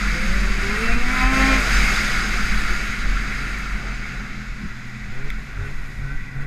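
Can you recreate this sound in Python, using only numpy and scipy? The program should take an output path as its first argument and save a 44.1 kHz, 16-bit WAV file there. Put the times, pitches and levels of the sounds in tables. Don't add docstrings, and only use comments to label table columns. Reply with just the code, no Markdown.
import sys
import numpy as np
from scipy import signal
from scipy.fft import rfft, irfft, next_fast_len
from scipy.io import wavfile
from scipy.ndimage import uniform_filter1d, map_coordinates

SR = 44100
rng = np.random.default_rng(int(sys.argv[2]) if len(sys.argv) > 2 else 0)


def gain_from_db(level_db):
    decades = np.asarray(level_db, float) / 20
    return 10 ** decades


def dump_mix(stems):
    frames = np.atleast_2d(stems).T
    limited = np.clip(frames, -1, 1)
    pcm = np.round(limited * 32767).astype(np.int16)
    wavfile.write(sys.argv[1], SR, pcm)


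N = 284886
TIME_S = np.arange(N) / SR
CONTROL_S = np.arange(0, N / SR + .01, .005)


def unit(x):
    return x / np.sqrt(np.mean(x ** 2) + 1e-20)


def along(points, hz):
    f, v = np.transpose(points)
    return np.interp(np.log(hz + 1), np.log(f + 1), v, left=-120, right=-120)


def curves(rows, at_s=TIME_S):
    s, *columns = np.transpose(rows)
    return [np.interp(at_s, s, c) for c in columns]


def fine(x):
    return np.interp(TIME_S, CONTROL_S, x)


def bell(s, length_s):
    return np.exp(-((CONTROL_S - s) / length_s) ** 2)


def changes_db(rows):
    return sum((db * bell(s, length_s) for s, db, length_s in rows), 0 * CONTROL_S)


def wobble(rate):
    at = np.arange(0, N + 32, 32)
    knots = rng.standard_normal(int(N * rate / SR) + 4)
    return np.interp(np.arange(N), at, map_coordinates(knots, [at * rate / SR]))


def tone(hz, db):
    return np.sqrt(2) * gain_from_db(db) * np.sin(2 * np.pi * np.cumsum(hz) / SR)


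def filtered(x, response):
    m = next_fast_len(N + SR // 2)
    return irfft(rfft(x, m) * response(np.fft.rfftfreq(m, 1 / SR)), m)[..., :N]


def rush(response, patchy_db):
    z = signal.stft(rng.standard_normal(N + 512), nperseg=512)[2]
    field = uniform_filter1d(rng.standard_normal(z.shape), size=8, axis=0)
    field = uniform_filter1d(field, size=10, axis=1)
    noise = signal.istft(z * gain_from_db(patchy_db * unit(field)), nperseg=512)[1][:N]
    return unit(filtered(noise, response))


def coloured_rush(points, patchy_db):
    return rush(lambda hz: gain_from_db(along(points, hz)), patchy_db)


def engine(rows, pipe, halves, jitter, half_db, rasp):
    # (order, time [s], change [dB], length [s])
    surges = [(1, 0.13, 6.5, .05), (2, 0.41, -15, 0.091), (2, 0.64, 4, 0.058), (1, 1.48, 1.5, .1),
              (1, 1.08, 3.5, .04), (8, 1, 7, .03), (12, 1.307, -2, .12), (3, 5.24, 6.5, 0.057),
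              (1, 5.9, 1, 0.051), (1, 6.05, 1.5, .05), (2, 4.5, 3, .06), (2, 6.12, 4, 0.051),
              (6, 5.17, -8, .1), (1, 6.08, 2.5, 0.084), (3, 6.11, 4, .06), (4, 1.61, -4, .03),
              (3, 1.61, -6, 0.03), (9, 1.33, -1, 0.051), (9, 1.09, 12, 0.053), (8, 1.08, 5, .04),
              (10, 1.33, -5, .025), (10, 1.38, 7.5, 0.028), (10, 1.47, -5, 0.065), (4, 6.4, -3, 0.056),
              (4, 0.781, 7, .06), (5, .73, 8, 0.055), (9, .76, 20, 0.045), (3, 0.985, -18, 0.026),
              (2, 1.12, 19, 0.056), (8, 1.2, 4, 0.043), (4, 1.22, 6, 0.064), (5, 1.18, 2.5, 0.053),
              (10, 1.24, 7, 0.049), (4, 1.2, -3, 0.024), (2, 1.39, 11, 0.026), (5, 1.36, 3.5, 0.037),
              (2, 1.52, 8, 0.036), (5, 1.48, 2, .08), (9, 1.51, 7.5, 0.044), (7, 1.464, 6, 0.046),
              (2, 3.18, 9, 0.25), (4, 5.19, 4, 0.056), (3, 5.17, 4, .05), (3, 5.64, 7, 0.0504),
              (3, 6.0, -2, 0.04), (10, 6.1, 17, 0.057), (11, 6.11, 12, 0.074), (10, 6.41, 10, 0.062),
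              (11, 6.42, 7, 0.038), (3, 6.4, -6, 0.061)]
    # (time [s], change [dB], length [s])
    lopes = [
        (.73, 8, .07),
        (1.5, 2.5, .1),
        (5.17, -2, .08),
        (5.65, 4, .05),
    ]
    start_s, end_s = rows[0][0], rows[-1][0]
    first, last = round(max(start_s - .2, 0) * SR), min(round((end_s + .06) * SR), N)
    at = np.arange(first, last, 32)
    firing_hz, *levels = curves(rows)
    firing_hz = uniform_filter1d(firing_hz, size=1300)
    turn = 2 * np.pi * np.cumsum((firing_hz * (1 + jitter * wobble(30)))[first:last]) / SR
    *low_db, bark_db = (c[at] for c in levels)
    lope_db = np.interp(at / SR, CONTROL_S, changes_db(lopes))

    def surge_db(k):
        return np.interp(at / SR, CONTROL_S, changes_db([row for j, *row in surges if round(j) == k]))

    orders = [(k, db + surge_db(k)) for k, db in enumerate(low_db, 1)]
    orders += [(k, bark_db + surge_db(k) + along(pipe, k * firing_hz[at])) for k in range(4, 16)]
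    for k in np.arange(2, 12) + .5:
        orders.append((k, bark_db + half_db + lope_db + along(halves, k * firing_hz[at])))

    flutter, growl = wobble(14), wobble(55)

    def shifted(curve):
        return curve[(at + rng.integers(N)) % N]

    out = np.zeros(N)
    for k, db in orders:
        unsteady_db = (0.55 + 0.12 * k) * rng.choice([-1, 1]) * shifted(flutter)
        unsteady_db = unsteady_db + 1.6 * min(k / 2, 1) * shifted(growl)
        gain = np.interp(np.arange(first, last), at, gain_from_db(db + unsteady_db))
        out[first:last] += gain * np.sin(k * turn + rng.uniform(0, 2 * np.pi))
    fade = np.interp(TIME_S, [start_s - .2, start_s, end_s, end_s + .06], [0, 1, 1, 0])
    return np.sqrt(2) * out * fade * (1 + rasp * wobble(140))


def uneven(s):
    return 2.2 * np.interp(s * SR, np.arange(N), wobble(22.01))


def full_throttle():
    # (time [s], firing rate [Hz], load [dB], throttle bark [dB])
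    pull_rows = [(0.0, 161.1, -52, -60), (.13, 165.3, -28.5, -64), (0.25, 175.9, -25.5, -68),
                 (.34, 187.8, -28.5, -61), (0.42, 190.7, -26, -48.5), (0.6, 191, -35.5, -51),
                 (.69, 200.2, -28.5, -46), (0.76, 211.9, -29.5, -43.5), (0.84, 229.3, -30, -58),
                 (0.96, 234.9, -30.5, -45), (1.04, 247, -35, -45), (1.11, 253.9, -33.5, -39),
                 (1.22, 254, -27, -31.5), (1.32, 263.6, -24.5, -31.5), (1.45, 267.5, -21.5, -30),
                 (1.575, 266.5, -26.5, -33), (1.61, 241.8, -32, -45), (1.65, 224, -37, -46)]
    # (centre [Hz], width [Hz], level [dB])
    exhaust = [(245, 72, -1), (431, 53.5, -6), (536, 40, -16.5), (744, 76, -8.5)]
    # (order, centre [Hz], width [Hz], change [dB])
    notches = [
        (2, 509.6, 18.3, -18),
        (3, 638, 41, -14),
        (2, 373, 18, 9.5),
        (3, 430, 11, -9),
        (3, 520, 50, -1),
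        (2, 342, 36, -9.5),
    ]
    # (frequency [Hz], level [dB])
    pipe = [(450, 9), (700, -18), (1050, 0.5), (1330, 0), (1600, -13), (2050, -3), (2400, -3), (2680, -5.5),
            (2790, -19), (3300, -12)]
    # (frequency [Hz], level [dB])
    halves = [(450, -9), (660, -12), (900, -13), (1200, -20), (1600, -18), (2400, -13), (3300, -18)]
    s = np.arange(pull_rows[0][0], pull_rows[-1][0], .01)
    hz, load_db, bark_db = curves(pull_rows, s)

    def colour_db(k):
        gain = gain_from_db(-29.5) + sum(gain_from_db(db) * np.exp(-((k * hz - c) / w) ** 2) for c, w, db in exhaust)
        notch_db = sum(db * np.exp(-((k * hz - c) / w) ** 2) for j, c, w, db in notches if round(j) == k)
        return 20 * np.log10(gain) + notch_db

    lows = [load_db + colour_db(k) + uneven(s) * k / 2 for k in range(1, 4)]
    rows = np.transpose([s, hz, *lows, bark_db + uneven(s) / 2])
    return engine(rows, pipe, halves, jitter=0.0032, half_db=-2.5, rasp=.18)


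def throttle(s):
    # (time [s], held [s], speed rise [Hz], push [dB])
    blips = [
        (5.12, .17, 18, 7),
        (5.575, 0.14, 9.4, 6.5),
        (5.989, 0.165, 12, 5.5),
        (6.347, 0.15, 12.7, 9),
    ]
    edge_s, sag_s, choke_db, choke_s = 0.0078, .16, -1.5, 0.049
    gain_hz, push_db = np.zeros_like(s), np.zeros_like(s)
    for start_s, held_s, rise_hz, db in blips:
        since_s = s - start_s - held_s
        wind_up = np.clip((s - start_s) / held_s, 0, 1)
        gain_hz = gain_hz + rise_hz * wind_up * np.exp(-np.maximum(since_s, 0) / sag_s)
        push_db = push_db + db * np.clip(np.minimum(s - start_s, -since_s) / edge_s + 1, 0, 1)
        push_db = push_db + choke_db * np.exp(-((since_s - choke_s) / choke_s) ** 2)
    return gain_hz, push_db


def coast_and_blips():
    # (time [s], firing rate [Hz], load [dB])
    idling = [(2.75, 141.6, -46.5), (3.16, 136, -45), (3.6, 131, -41), (3.8, 128.6, -46.5),
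              (3.95, 123.2, -44), (4.15, 124.5, -42), (4.32, 123.3, -46.5), (4.5, 125, -42),
              (4.68, 123.1, -45.5), (4.85, 123.7, -39.5), (5.12, 122.7, -43.5), (5.55, 129.1, -42.5),
              (5.8, 131, -41.5), (6, 129.3, -42.5), (6.3, 128, -41.5), (6.46, 130, -42.5)]
    # (level over load [dB], share of the push)
    order_levels = [(-13, 0.54), (-21.5, 1.51), (-20.5, 1.35)]
    # (frequency [Hz], level [dB])
    pipe = [(450, -4.5), (700, -15.5), (1000, -18), (1380, -7.5), (1520, 2), (1700, -10), (1950, 0),
            (2200, -17), (3300, -40)]
    s = np.arange(idling[0][0], N / SR + .01, .01)
    hz, load_db = curves(idling, s)
    gain_hz, push_db = throttle(s)
    upper = [load_db + db + share * push_db + uneven(s) / 2 for db, share in order_levels]
    rows = np.transpose([s, hz + gain_hz, load_db + push_db + uneven(s) / 2, *upper])
    return engine(rows, pipe, pipe, jitter=0.00495, half_db=-3, rasp=.12)


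def drive():
    # (time [s], whine [Hz], level [dB])
    whine = [
        (1.3, 646, -43),
        (1.574, 623, -38),
        (1.582, 608.5, -37),
        (1.646, 578.6, -45),
        (1.68, 653, -34),
        (1.7, 636, -57),
    ]
    whine_hz, whine_db = curves(whine)
    on = np.interp(TIME_S, [1.25, 1.35, 1.66, 1.72], [0, 1, 1, 0])
    return on * tone(whine_hz, whine_db + 1.8 * wobble(22.4))


def air(layer=None, gusty=True):
    # (time [s], strength [dB], brightness [dB])
    flow = [(0, -26, 0.5), (.56, -27.5, 1), (.86, -23.5, -1), (1.0, -27, 0), (1.24, -22.5, 0),
            (1.39, -21.5, 1), (1.94, -21, 1.5), (2.23, -24.5, 1), (2.72, -26.5, 1), (2.88, -28, 0),
            (3.54, -30, -.5), (3.81, -33, 0), (4.08, -33, -1), (4.5, -38, 0), (5.0, -39, -0.5),
            (5.38, -37.5, -2), (6.01, -40.5, -0.5), (6.44, -41.5, -2.5)]
    # (time [s], change [dB], length [s])
    gusts = [
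        (0.64, 0.5, .04),
        (0.969, -3, 0.009),
        (1.294, -4, 0.042),
        (1.648, -1, .05),
        (1.75, 1, 0.053),
        (3.06, -1.5, 0.017),
        (5.31, 1.5, 0.013),
        (5.68, 1, .05),
        (6.426, 2, .015),
        (6.465, -5, 0.013),
    ]
    follow = {"hiss": (-41, 1.037, 1.4), "fizz": (-55, 1.31, 0.61), "roar": (-44.5, 0.92, 0.086),
              "chassis": (-45.5, 0.57, 0.1), "mount": (-34.5, 0.9, 0.1), "buffet": (-30.5, 0.47, 0.1),
              "shell": (-43, 0.75, 0.1), "boom": (-59, 0.24, 0.1)}
    strength_db, bright_db = curves(flow, CONTROL_S)
    if gusty:
        strength_db = strength_db + changes_db(gusts)
    if layer is None:
        return fine(strength_db)
    level_db, growth, shine = follow[layer]
    return fine(level_db + growth * (strength_db + 30) + shine * bright_db)


def cavity_rush(gust):
    # (frequency [Hz], density [dB per Hz])
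    fast_points = [(530, -47), (900, -22.5), (1280, -4), (1420, 0), (1700, -3), (2240, -0.5), (2410, -6.5),
                   (2630, -6.5), (2850, -17.5), (3600, -19.5), (4680, -28.5), (7920, -120)]
    # (frequency [Hz], density [dB per Hz])
    slow_points = [(530, -36), (900, -12.5), (1160, -6), (1250, -40), (1330, -8), (1480, 3.5), (1560, -2),
                   (1610, -3), (1760, -8), (1850, -2), (1950, 5), (2110, -2.5), (2510, -5), (2960, -23.5),
                   (3600, -16), (4680, -54), (7920, -120)]
    rush_db = air()
    wide = coloured_rush(fast_points, patchy_db=1.0)
    narrow = coloured_rush(slow_points, patchy_db=1.5)
    still = np.clip((-36.5 - rush_db) / 5, 0, 1)
    return gain_from_db(rush_db - 0.7 + 0.12 * gust) * (np.sqrt(1 - still) * wide + np.sqrt(still) * narrow)


def case_hiss(gust):
    # (frequency [Hz], density [dB per Hz])
    fast_points = [(1710, -11), (2900, 0), (3220, -2), (3930, 1), (4280, -5.5), (4460, 3), (4950, 1),
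                   (5800, -5), (6570, -2.5), (7190, -7), (8490, -11.5), (10200, -17.5), (12300, -18),
                   (14600, -28.5), (15200, -25)]
    # (frequency [Hz], density [dB per Hz])
    slow_points = [(1710, -38), (2900, -3), (3110, -8), (3550, -2.5), (3770, -4), (4100, -4.5),
                   (4910, -4.5), (5920, -8.5), (6660, -8), (8430, -10), (9100, -5.5), (9960, -16.5),
                   (11400, -7.5), (13100, -18), (15200, -20)]
    # (centre [Hz], width [Hz], lift [dB])
    modes = [(3960, 97, 4), (4980, 200, 3), (6570, 310, 3.5)]
    # (time [s], change [dB], length [s])
    spray = [
        (2.8, 0.5, .4),
        (4.25, -2, 0.33),
        (5.3, 0, .1),
        (5.902, 2.5, .25),
    ]
    hiss_db = air("hiss")
    push_db = fine(throttle(CONTROL_S)[1])
    fizz_db = 20 * np.log10(gain_from_db(air("fizz")) + gain_from_db(-76.5 + 0.33 * push_db)) + fine(changes_db(spray))

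    def lift_db(hz):
        return sum(db * np.exp(-((hz - c) / w) ** 2) for c, w, db in modes)

    fast = rush(lambda hz: gain_from_db(along(fast_points, hz) + lift_db(hz)), patchy_db=0.65)
    slow = rush(lambda hz: gain_from_db(along(slow_points, hz) + lift_db(hz)), patchy_db=0.3)
    calm = np.clip((-44.5 - hiss_db) / 6, 0, 1)

    def upper(hz):
        return np.clip((hz - 7000) / 1500, 0, 1)

    def band(share):
        return np.sqrt(1 - calm) * unit(filtered(fast, share)) + np.sqrt(calm) * unit(filtered(slow, share))

    hiss = gain_from_db(hiss_db - 0.27 + 0.17 * gust + 0.59 * wobble(40)) * band(lambda hz: 1 - upper(hz))
    fizz_db = fizz_db - 0.3 + 0.13 * gust + 0.39 * wobble(4.3) + 0.51 * wobble(40)
    return hiss + gain_from_db(fizz_db) * band(upper)


def roar():
    # (frequency [Hz], density [dB per Hz])
    roar_points = [(140, -14.5), (240, -3.5), (312, -6.5), (352, -4), (620, -10.5), (732, -5.5), (938, -13),
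                   (1100, -8.5), (1430, -13), (2420, -120)]
    # (time [s], change [dB], length [s])
    puffs = [
        (.72, 0.5, .07),
        (1.466, 2, 0.15),
        (1.66, 1.5, 0.11),
        (2.25, -0.5, 0.079),
        (3.0, -1, 0.18),
        (3.85, 4, 0.073),
        (4.17, 1.5, 0.049),
        (5.18, 0, 0.053),
        (0.563, 1.5, 0.068),
        (5.765, 2.5, 0.29),
    ]
    push_db = throttle(CONTROL_S)[1]
    roar_db = air("roar", gusty=False) + fine(0.46 * push_db + changes_db(puffs))
    return gain_from_db(roar_db + 1.5) * coloured_rush(roar_points, patchy_db=1.0)


def wind():
    gust = wobble(11)
    return case_hiss(gust) + cavity_rush(gust) + roar()


def swells(layer, rows):
    cancel = {"mount": 0.28, "buffet": .2, "shell": .3, "boom": .2, "chassis": .1}
    lumps = np.array([(-1) ** k * gain_from_db(db) * bell(s, length_s) for k, (s, db, length_s) in enumerate(rows)])
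    share = np.clip(cancel[layer], 0, 1)
    power = share * lumps.sum(axis=0) ** 2 + (1 - share) * (lumps ** 2).sum(axis=0)
    return 10 * np.log10(gain_from_db(2 * air(layer, gusty=False)) + fine(power))


def mount():
    # (time [s], peak [dB], length [s])
    jolts = [(0.078, -18.5, 0.073), (0.417, -18.5, 0.19), (0.618, -25, 0.126), (0.72, -29, 0.12),
             (0.937, -18, 0.04), (1.107, -30, 0.051), (1.262, -14, 0.046), (1.424, -16.5, 0.04),
             (1.544, -18.5, 0.095), (1.785, -16.5, 0.1), (2.192, -26, 0.095), (2.344, -21.5, 0.051),
             (2.55, -21.5, 0.063), (2.71, -20.5, 0.034), (2.83, -26, 0.034), (2.924, -38, 0.025),
             (3.124, -19, 0.11), (3.499, -27.5, 0.23), (3.734, -23, 0.049), (3.91, -27, 0.12),
             (4.182, -26.5, 0.034), (4.509, -26.5, 0.05), (5.031, -31.5, 0.057), (5.35, -26.5, 0.08),
             (5.596, -27.5, 0.071), (5.8, -32, 0.043), (6.023, -27.5, 0.07), (6.202, -39, 0.099),
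             (6.421, -31, 0.066)]
    # (time [s], mount mode [Hz])
    swing = [(0, 43.7), (.09, 42.5), (.74, 41.84), (.86, 43.52), (1.15, 38.56), (1.53, 43.96), (1.93, 42.5),
             (2.05, 38.62), (2.84, 41.52), (2.95, 38.82), (3.76, 44.44), (4.23, 39.35), (4.93, 42.25),
             (5.36, 40.4), (6.13, 42.84), (6.4, 37.96)]
    mount_db = swells("mount", jolts) - 0.8 + 0.35 * wobble(23)
    return tone(curves(swing)[0] * (1 + 0.0085 * wobble(4.86) + 0.0416 * wobble(17)), mount_db)


def shell():
    # (time [s], peak [dB], length [s])
    hums = [(.04, -31, 0.081), (0.245, -22.5, 0.018), (0.465, -32.5, 0.15), (0.74, -29, 0.035),
            (1.164, -29, 0.051), (1.42, -26.5, 0.053), (1.807, -36, 0.081), (2.053, -32.5, 0.045),
            (2.282, -33, 0.023), (2.407, -26.5, 0.018), (2.542, -34, 0.08), (3.406, -40.5, 0.093),
            (3.756, -39.5, 0.046), (4.36, -40, 0.13), (4.626, -37, 0.059), (4.971, -38, 0.047),
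            (5.08, -41, .03), (5.37, -41, 0.028), (5.99, -45, 0.038), (6.11, -57, 0.033),
            (2.85, -43.0, 0.072), (1.013, -43, 0.037)]
    return tone(209 * (1 + 0.02 * wobble(25)), swells("shell", hums) - 1.0 + 0.47 * wobble(21.33))


def buffet():
    # (time [s], peak [dB], length [s])
    lumps = [(0.07, -35, 0.099), (0.37, -23.5, 0.29), (1.033, -13.5, 0.16), (1.859, -22, 0.25),
             (2.46, -22, 0.41), (2.703, -25, 0.043), (2.914, -28, 0.046), (3.128, -21.5, 0.17),
             (3.752, -22.5, 0.081), (4.028, -26, 0.052), (4.31, -38, 0.22), (4.677, -25, 0.044),
             (5.285, -22, 0.13), (5.851, -26, 0.25), (6.16, -21, 0.057), (6.4, -21, 0.045)]
    # (frequency [Hz], density [dB per Hz])
    buffet_points = [(1, -44), (4, -2.5), (9, 2.5), (16, -10), (23, -3), (31, -14), (55, -21), (90, -120)]
    return gain_from_db(swells("buffet", lumps) - 0.5) * coloured_rush(buffet_points, patchy_db=1.15)


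def chassis():
    # (time [s], peak [dB], length [s])
    thuds = [
        (.41, -51, .04),
        (0.665, -39, 0.043),
        (.97, -47, .025),
        (1.232, -36, 0.022),
        (1.5, -51, .06),
        (4.649, -41, 0.038),
        (5.24, -55, 0.051),
        (6.049, -51, 0.056),
    ]
    # (frequency [Hz], density [dB per Hz])
    chassis_points = [(38, -10), (64, -7), (97, -10), (209, -7), (300, -20), (390, -28), (660, -120)]
    return gain_from_db(swells("chassis", thuds) + 8.5) * coloured_rush(chassis_points, patchy_db=1.0)


def boom():
    # (time [s], peak [dB], length [s])
    boom_rows = [(0.109, -45, 0.071), (0.327, -32, 0.069), (0.69, -53, 0.06), (1.043, -31, 0.053),
                 (1.25, -31, 0.047), (1.995, -30, 0.054), (2.253, -30.5, 0.11), (2.808, -45, 0.042),
                 (3.018, -37, 0.11), (3.465, -52, 0.043), (4.654, -35, 0.044), (5.101, -32, 0.065),
                 (5.62, -27.5, 0.095), (5.85, -39, .07), (6.028, -28.5, 0.063), (6.17, -33, .07),
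                 (6.383, -34, 0.06)]
    return gain_from_db(swells("boom", boom_rows) - 7.5) * rush(lambda hz: np.exp(-((hz - 93) / 13) ** 2), patchy_db=2.0)


def ticks():
    # (time [s], peak [dB], ring [dB])
    chips = [
        (3.5863, -32, -6),
        (4.417, -48, -6),
        (5.3022, -34, 13),
    ]
    # (frequency [Hz], size, peak [s], width [s])
    ring_modes = [(2100, 1.1, .0019, .0011), (3500, .45, .0015, .001), (6000, .2, .0004, .0005),
                  (8400, .07, .0012, .0006), (11500, .075, .0004, .0005), (13200, .028, .0006, .0005),
                  (14700, .015, .0006, .0005), (4900, .09, .0037, .0006)]
    out, t = np.zeros(N + SR), np.arange(400) / SR
    crack_band = signal.butter(4, [2500, 13000], "band", fs=SR, output="sos")
    ring = 0 * t
    for hz, size, peak_s, width_s in ring_modes:
        ring += size * np.exp(-((t - peak_s) / width_s) ** 2) * np.sin(2 * np.pi * hz * t)
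    for s, db, ring_db in chips:
        crack = signal.sosfilt(crack_band, rng.standard_normal(len(t))) * gain_from_db(-60 * t / .007)
        out[round(s * SR):][:len(t)] += gain_from_db(db) * (crack + gain_from_db(ring_db) * ring)
    return out[:N]


def whistles():
    # (time [s], pitch [Hz], level [dB], length [s])
    whistle_rows = [(0.895, 2680, -35, 0.1), (0.933, 2465, -31.5, 0.033), (0.725, 1380, -34, 0.04),
                    (2.373, 716, -40.5, 0.023), (2.652, 1390, -32, 0.026), (2.712, 353.6, -36, 0.018),
                    (2.796, 1413, -37.5, 0.11), (3.02, 1410, -38, 0.045), (3.171, 1370, -29, 0.014),
                    (3.46, 1400, -40, 0.11), (3.676, 1385, -35, .025), (5.245, 2310, -44, 0.018),
                    (5.659, 1496, -43, 0.025), (6.195, 1957, -46, 0.026)]
    drift = 1 + .004 * wobble(30)
    return sum(fine(bell(s, length_s)) * tone(hz * drift, db) for s, hz, db, length_s in whistle_rows)


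def scene():
    machine = full_throttle() + coast_and_blips() + drive()
    shaking = mount() + shell() + buffet() + chassis() + boom()
    return np.tile(machine + wind() + shaking + ticks() + whistles(), (2, 1))


def band_limit(x):
    return signal.sosfilt(signal.butter(12, 15350, fs=SR, output="sos"), x)


def record(dry):
    # (time [s], length [s], low [Hz], high [Hz], side level [dB])
    splits = [(.33, .05, 300, 1200, -53), (.39, .045, 4700, 9000, -48), (.97, .14, 100, 1000, -51),
              (1.02, .045, 3000, 15000, -53), (1.17, .04, 100, 700, -50), (1.25, .06, 200, 700, -51),
              (1.28, .04, 7000, 14000, -56), (1.735, .047, 4300, 7000, -37), (1.8, .09, 300, 700, -60),
              (3.1, .04, 100, 1200, -56), (3.92, .045, 5700, 7000, -58)]
    side = np.zeros(N)
    for s, length_s, low_hz, high_hz, db in splits:
        count = round(length_s * SR)
        hz = np.fft.rfftfreq(count, 1 / SR)
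        band = irfft(rfft(rng.standard_normal(count)) * ((hz > low_hz) & (hz < high_hz)), count)
        side[round(s * SR):][:count] += gain_from_db(db) * unit(band) * signal.windows.tukey(count, .5)
    mix = filtered(dry, lambda hz: hz < 15330) + [side, -side]
    return band_limit(mix)


dry = scene()
out = record(dry)
dump_mix(out)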